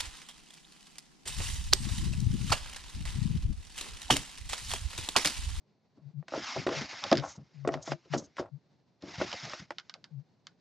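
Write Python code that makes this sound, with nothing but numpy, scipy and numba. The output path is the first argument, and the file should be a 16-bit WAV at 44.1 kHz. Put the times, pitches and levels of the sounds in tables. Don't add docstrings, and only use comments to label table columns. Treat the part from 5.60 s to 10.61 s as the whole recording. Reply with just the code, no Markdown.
import sys
import numpy as np
from scipy import signal
from scipy.fft import rfft, irfft
from scipy.io import wavfile
from numba import njit

SR = 44100
rng = np.random.default_rng(int(sys.argv[2]) if len(sys.argv) > 2 else 0)


def file_out(sig):
    cols = np.atleast_2d(sig).T
    lim = np.clip(cols, -1, 1)
    pcm = np.round(lim * 32767).astype(np.int16)
    wavfile.write(sys.argv[1], SR, pcm)


N = 220808
T = np.arange(N) / SR


def undb(db):
    return 10 ** (np.asarray(db) / 20)


def unit(x):
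    return x / np.sqrt(np.mean(x ** 2))


def strike_unit(x):
    return x / np.sqrt(np.mean(x[:SR // 100] ** 2))


def add(out, s, x, pan_db=0):
    i = int(s * SR)
    x = x[:N - i]
    out[:, i:i + len(x)] += undb([[pan_db / 2], [-pan_db / 2]]) * x


def colour(x, points, peaks=(), size=4096):
    hz = np.maximum(np.fft.rfftfreq(size, 1 / SR), 1)
    f, db = np.transpose(points)
    db = np.interp(np.log(hz), np.log(f), db)
    for centre, width, peak_db in peaks:
        db = db + peak_db / (1 + (2 * (hz - centre) / width) ** 2)
    cepstrum = irfft(np.log(undb(db)))[:size // 2]
    cepstrum[1:] *= 2
    impulse = irfft(np.exp(rfft(cepstrum, size)))
    return signal.fftconvolve(x, impulse)[:len(x)]


@njit
def bandpass(x, hz, share):
    y, band, low = np.empty(len(x)), 0., 0.
    for i in range(len(x)):
        g = np.tan(np.pi * hz[i] / SR)
        v = (band + g * (x[i] - low)) / (1 + g * (g + share))
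        band, low, y[i] = 2 * v - band, low + 2 * g * v, share * v
    return y


def fade(t, t60):
    return np.exp(-np.log(1000) * t / t60)


def walk(rate):
    knots = rng.standard_normal(N // 100)
    return np.interp(T * rate, np.arange(len(knots)), knots)


def slips(n, rate, spread_db):
    released = rng.random(n) < rate / SR
    return released * rng.standard_normal(n) * undb(spread_db * rng.exponential(size=n))


# (f/Hz, relative level/dB)
ROOM_SPECTRUM = [(30, -36), (140, -2.5), (290, -12), (850, -20.5), (1350, -29.5), (2090, -29.5),
                 (3200, -34.5), (4300, -28.5), (6300, -37.5), (8150, -51)]
ROOM_TONE_DB = -70.5


def room_tone(side_db=-8, wander_db=2.0):
    mid, side = (unit(colour(rng.standard_normal(N), ROOM_SPECTRUM)) for _ in range(2))
    stereo = mid + undb(side_db) * side * np.array([[1], [-1]])
    return stereo * undb(ROOM_TONE_DB + wander_db * walk(35))


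def room(x, wet_db=-24, t60=0.11, side_db=2):
    t = T[:SR // 2]
    envelope = fade(t, t60) * np.minimum(t / 0.0047, 1)
    tails = [colour(rng.standard_normal(len(t)) * envelope, [(1500, -5.5), (7000, -4.5)]) for _ in range(2)]
    mid, side = (signal.fftconvolve(x.mean(axis=0), h / np.sqrt(np.sum(h ** 2)))[:N] for h in tails)
    return x + undb(wet_db) * (mid + undb(side_db) * side * np.array([[1], [-1]]))


# (t/s, length/s, relative level/dB)
HUM_SWELLS = [(0.414, 0.1, -50.5), (0.534, 0.096, -43.5), (0.972, 0.037, -41.5), (1.15, 0.07, -45),
              (1.565, 0.07, -41), (1.939, 0.2, -45.5), (2.09, 0.12, -48), (2.283, 0.081, -43.5),
              (2.498, 0.1, -41), (2.911, 0.075, -45.5), (4.506, 0.13, -46)]


def sways(gain_db=0, hz=138, glide=1.0, lowest_at=0.49, waver=.03, flutter_db=3, pan_db=14):
    out = np.zeros((2, N))
    for s, length, db in HUM_SWELLS:
        n = int(length * SR)
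        progress = np.linspace(0, 1, n)
        pitch = hz * (1 + glide * (progress - lowest_at) ** 2 + waver * walk(52)[:n])
        swell = np.sin(np.pi * progress) * undb(flutter_db * walk(36)[:n])
        tone = np.sin(2 * np.pi * np.cumsum(pitch) / SR) * swell
        add(out, s, 2 * undb(db + gain_db) * tone / np.cosh(np.log(undb(pan_db / 2))), pan_db)
    return out


# (f/Hz, relative level/dB)
SKIN_HISS = [(1760, -65), (3000, -16), (3760, -12.5), (6530, 1), (7310, -8), (8150, -22.5)]
# (t/s, length/s, relative level/dB)
SKIN_GLIDES = [(1.606, 0.18, -56), (2.211, 0.15, -56), (2.512, 0.16, -63)]


def glides(gain_db=3, judder_db=-7.0):
    out = np.zeros((2, N))
    for s, length, db in SKIN_GLIDES:
        n = int(length * SR)
        hiss = unit(colour(slips(SR // 4, 10000, 0.86), SKIN_HISS))[:n]
        hiss = hiss * undb(judder_db * walk(57)[:n])
        stroke = np.sin(np.linspace(0, np.pi, n))
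        add(out, s, undb(db + gain_db) * hiss * stroke)
    return out


# (f/Hz, relative level/dB, t60/s); scuffs use f and level, knocks all
CUBE_MODES = [(246, -8, 0.012), (286.3, 4, 0.04), (351.5, -4, 0.14), (492, -7.5, 0.071), (560, 0, 0.049),
              (649.4, 0.5, 0.071), (808, -4.5, 0.027), (1082, -2.5, 0.031), (1360, -1, 0.016),
              (1900, 2.5, 0.023)]
# (t/s, length/s, relative level/dB, middle pitch f/Hz, what the contact does)
CONTACT_SCUFFS = [(0.371, 0.043, -56, 234, "settle"), (0.739, 0.077, -37, 467, "press"),
                  (0.956, 0.085, -41, 407, "press"), (1.088, 0.13, -36, 493, "lift"),
                  (1.209, 0.04, -38.5, 284, "drag"), (1.323, 0.03, -46, 950, "settle"),
                  (1.428, 0.047, -38, 704, "press"), (1.539, 0.081, -33.5, 345, "lift"),
                  (1.622, 0.073, -37, 884, "drag"), (1.751, 0.025, -59, 840, "drag"),
                  (1.774, 0.061, -44.5, 148, "settle"), (2.105, 0.13, -41.5, 666, "drag"),
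                  (2.283, 0.05, -46, 537, "press"), (2.453, 0.038, -59, 400, "drag"),
                  (2.525, 0.014, -43, 1740, "press"), (2.556, 0.095, -43, 390, "drag"),
                  (2.781, 0.036, -36.5, 893, "press"), (2.8, 0.047, -39.5, 536, "lift"),
                  (2.847, 0.044, -51, 690, "drag"), (3.425, 0.12, -45, 321, "settle"),
                  (3.578, 0.027, -37, 148, "settle"), (3.609, 0.069, -40, 390, "press"),
                  (3.725, 0.03, -40, 680, "press"), (3.825, 0.07, -45.5, 150, "settle"),
                  (3.849, 0.091, -49.5, 656, "settle"), (3.996, 0.048, -46.5, 170, "settle"),
                  (4.346, 0.063, -60.5, 500, "press")]
CONTACT_SCUFFS = [(*row, "drag" if contact == "settle" else contact) for *row, contact in CONTACT_SCUFFS]
SCUFF_PITCH_OCTAVES = {"press": -1.9, "settle": 0.019, "drag": 0, "lift": 0.86}
SCUFF_WIDTH = .45


def scuffs(gain_db=0, judder_db=1.5, rise_s=0.0037, fall_db=15, body_db=8, rumble_db=-19, rumble_hz=95,
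           pan_db=1.5):
    out, t = np.zeros((2, N)), T[:SR // 4]
    body = [(hz, hz / 9, body_db + db) for hz, db, _ in CUBE_MODES if hz < 1500]
    outline = [(60, 3.0), (190, 7.0), (260, -5.0), (1800, -11.5), (5000, -21.5)]
    rumble_outline = [(rumble_hz / 2, -14), (rumble_hz, 0), (600, -35), (3000, -70)]
    for s, length, db, middle_hz, contact in CONTACT_SCUFFS:
        progress = t / length
        hz = middle_hz * 2 ** (SCUFF_PITCH_OCTAVES[contact] * (np.minimum(progress, 1) - .5))
        run = colour(slips(len(t), 2700, 0.86), outline, body)
        run = bandpass(run, hz, SCUFF_WIDTH) * undb(judder_db * walk(170)[:len(t)])
        run *= np.minimum(t / rise_s, 1) * undb(-fall_db * progress ** 2)
        run /= np.sqrt(np.sum(run ** 2) / (length * SR / 2))
        rumble = unit(colour(rng.standard_normal(len(t)), rumble_outline))
        rumble *= np.exp(-((progress - .7) / 0.56) ** 2)
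        add(out, s, undb(db + gain_db) * (run + undb(rumble_db) * rumble), pan_db)
    return out


# (f/Hz, width/Hz, peak level/dB)
WALL_MODES = [(693.7, 160, 4), (1217, 350, 3.5), (2130, 130, 4), (3750, 130, 3), (5200, 1200, 3.25)]
# (f/Hz, relative level/dB)
LID_SPECTRUM = [(240, -56), (400, -27.5), (1500, -4.5), (2720, -4), (3010, 2), (4020, -1), (4390, 1.5),
                (4860, 1), (7280, -14), (8150, -34.5)]
# (t/s, relative level/dB)
LID_TICKS = [(0.684, -46), (1.0664, -33.5), (1.439, -21.5), (1.5151, -20), (1.528, -17.5), (1.554, -29),
             (1.572, -22), (1.579, -27), (1.586, -29.5), (1.598, -33.5), (2.122, -44), (2.1403, -33),
             (3.423, -43.5), (3.7165, -30), (3.729, -26), (3.8, -37.5), (3.853, -33.5), (3.897, -34.5),
             (4.106, -39), (4.184, -27), (4.198, -38), (4.296, -32.5), (4.340, -33.5), (4.442, -36.5),
             (4.8691, -35.5)]
SNAP_T60, LID_T60, HOLLOW_T60 = .011, .07, .13


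def clicks(gain_db=-13, ring_db=-6, spike=4, pan_db=-2, hollow_hz=1500, hollow_db=-13):
    out, t = np.zeros((2, N)), T[:SR // 6]
    for s, db in LID_TICKS:
        snap, ring, hollow = rng.standard_normal((3, len(t)))
        snap[0] = spike
        snap = colour(snap * fade(t, SNAP_T60), LID_SPECTRUM, WALL_MODES)
        ring = colour(ring * fade(t, LID_T60), LID_SPECTRUM, WALL_MODES)
        ring = colour(ring, [(1400, 10.0), (3200, -0.5)])
        for _ in range(2):
            hollow = bandpass(hollow, np.full(len(t), float(hollow_hz)), 0.13)
        hollow = undb(hollow_db) * unit(hollow) * fade(t, HOLLOW_T60)
        tick = strike_unit(snap) + undb(ring_db) * strike_unit(ring) + hollow
        add(out, s, undb(db + gain_db) * tick, pan_db)
    return out


BOUNCE_SCATTER = .25


def with_bounce(events, delay_s, drop_db):
    delays = delay_s * (1 + BOUNCE_SCATTER * rng.uniform(-1.1, 1, len(events)))
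    hits = []
    for (s, db, *rest), lag in zip(events, delays):
        hits += [(s, db, *rest), (s + lag, db + drop_db, *rest)]
    return hits


# (t/s, relative level/dB, strongest pitch f/Hz, bare or cushioned contact)
CUBE_KNOCKS = [(.627, -50, 656, "bare"), (.682, -38.5, 1530, "bare"), (.722, -31, 560, "cushioned"),
               (.738, -24, 595, "cushioned"), (.752, -32.5, 436, "cushioned"),
               (.777, -26, 325, "cushioned"), (.963, -25.5, 323, "cushioned"), (1.066, -19, 362, "bare"),
               (1.070, -25, 1280, "bare"), (1.080, -21, 366, "bare"), (1.090, -26.5, 1050, "bare"),
               (1.127, -31.5, 1260, "bare"), (1.5153, -12.5, 322, "bare"), (1.522, -11, 261, "cushioned"),
               (1.526, -10.5, 556, "bare"), (2.0495, -26, 666, "cushioned"),
               (2.0744, -16, 477, "cushioned"), (2.0752, -33.5, 2470, "bare"), (2.090, -20, 392, "bare"),
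               (2.1398, -25, 790, "bare"), (2.153, -30.5, 269, "cushioned"), (2.277, -29, 615, "cushioned"),
               (2.3195, -21, 687, "bare"), (2.536, -19, 717, "bare"), (2.547, -20, 366, "cushioned"),
               (2.563, -22.5, 250, "cushioned"), (2.768, -41, 1600, "bare"),
               (2.796, -21.5, 356, "cushioned"), (3.602, -31, 560, "cushioned"),
               (3.613, -18.5, 515, "cushioned"), (3.934, -30.5, 1144, "bare"), (4.1067, -28, 900, "bare")]
# (f/Hz, relative level/dB)
CUSHION_LOSS = [(1400, 0), (3000, -20)]
REBOUND_S, REBOUND_DB = 0.011, -13
CRACK_T60 = .03
PANEL_SINK_OCTAVES = .45


def knocks(gain_db=-8, detune=0.035, damping=1.0, slope_db=6, crack_db=-8, crack_tilt_db=5, panel_db=-2,
           panel_cycles=19):
    out, t = np.zeros((2, N)), T[:SR // 4]
    hz, mode_db, t60 = np.transpose(CUBE_MODES)
    for s, db, centre_hz, contact in with_bounce(CUBE_KNOCKS, REBOUND_S, REBOUND_DB):
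        octaves = np.log2(hz / centre_hz)
        weight = undb(mode_db - slope_db * octaves ** 2 / np.hypot(1, octaves))
        gripped_hz = hz * (1 + detune * rng.standard_normal(len(hz)))
        sign = rng.choice([-1, 1], len(hz))
        modes = np.cos(2 * np.pi * gripped_hz[:, None] * t) * fade(t, damping * t60[:, None])
        ring = (weight * sign) @ modes
        dying = fade(t, panel_cycles / centre_hz)
        panel_hz = centre_hz * 2 ** (PANEL_SINK_OCTAVES * (dying - .5))
        panel = np.sin(2 * np.pi * np.cumsum(panel_hz) / SR) * dying
        ring = strike_unit(ring) + undb(panel_db) * strike_unit(panel)
        ring = ring * np.minimum(t / 0.00027, 1)
        reach = [(centre_hz / 10, -30), (centre_hz, 0), (3 * centre_hz, -5), (20 * centre_hz, -48)]
        crack = colour(rng.standard_normal(len(t)) * fade(t, CRACK_T60), reach)
        crack = strike_unit(crack) * undb(crack_db + crack_tilt_db * np.log2(centre_hz / 600))
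        blow = strike_unit(ring) + crack
        if contact == "cushioned":
            blow = colour(blow, CUSHION_LOSS)
        add(out, s, undb(db + gain_db) * strike_unit(blow))
    return out


# (t/s, length/s, relative level/dB)
BASE_SLIDES = [(0.674, 0.43, -45.5), (1.057, 0.24, -44), (1.248, 0.14, -47.5), (1.299, 0.35, -49),
               (1.593, 0.19, -61.5), (1.598, 1.3, -72.5), (3.404, 0.48, -49), (3.618, .45, -48.5),
               (3.928, 0.54, -76.5)]
# (peak t/s, relative level/dB)
BASE_TWISTS = [(2.135, -50.5), (2.278, -48.5), (2.319, -48), (2.542, -42.5), (2.796, -47), (3.621, -40.5)]
TWIST_RISE_DB_PER_S, TWIST_FALL_DB_PER_S = 704.5, 613


def push_strength():
    power = np.zeros(N)
    for s, length, db in BASE_SLIDES:
        power += (undb(db) * np.sin(np.pi * np.clip((T - s) / length, 0, 1))) ** 2
    for s, db in BASE_TWISTS:
        drop_db = np.maximum(TWIST_RISE_DB_PER_S * (s - T), TWIST_FALL_DB_PER_S * (T - s))
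        power += undb(db - drop_db) ** 2
    return np.sqrt(power)


# (f/Hz, relative level/dB)
BASE_RASP = [(150, -29), (250, -7), (410, -22), (654, -5.5), (880, -3), (1140, -8.5), (2100, -3),
             (3930, -6.5), (5190, -5), (6940, -12.5), (8150, -32.5)]


def sliding(rasp_db=3, judder_db=1.9, wall_hz=1400, shift=0.51, wall_db=-5, side_db=-11, echo_s=.0007,
            echo_drift=0.5, echo_db=-10):
    mid, side = (unit(colour(slips(N, 14000, 0.26), BASE_RASP, WALL_MODES)) for _ in range(2))
    hz = np.clip(wall_hz * 2 ** (shift * walk(14)), 300, 6000)
    mid = mid + undb(wall_db) * bandpass(mid, hz, 0.32)
    delay = echo_s * 2 ** (echo_drift * walk(16))
    mid = mid + undb(echo_db) * np.interp(T - delay, T, mid)
    side = undb(side_db) * bandpass(side, hz, 0.75)
    stereo = mid + side * np.array([[1], [-1]])
    return stereo * push_strength() * undb(rasp_db + judder_db * walk(70))


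def scene():
    cube = sliding() + glides() + knocks() + clicks() + scuffs()
    return room(cube) + sways() + room_tone()


def record(dry):
    dry = signal.sosfilt(signal.butter(4, 60, "high", fs=SR, output="sos"), dry)
    return signal.sosfilt(signal.ellip(8, .2, 60, 8200, fs=SR, output="sos"), dry)


dry = scene()
out = record(dry)
file_out(out)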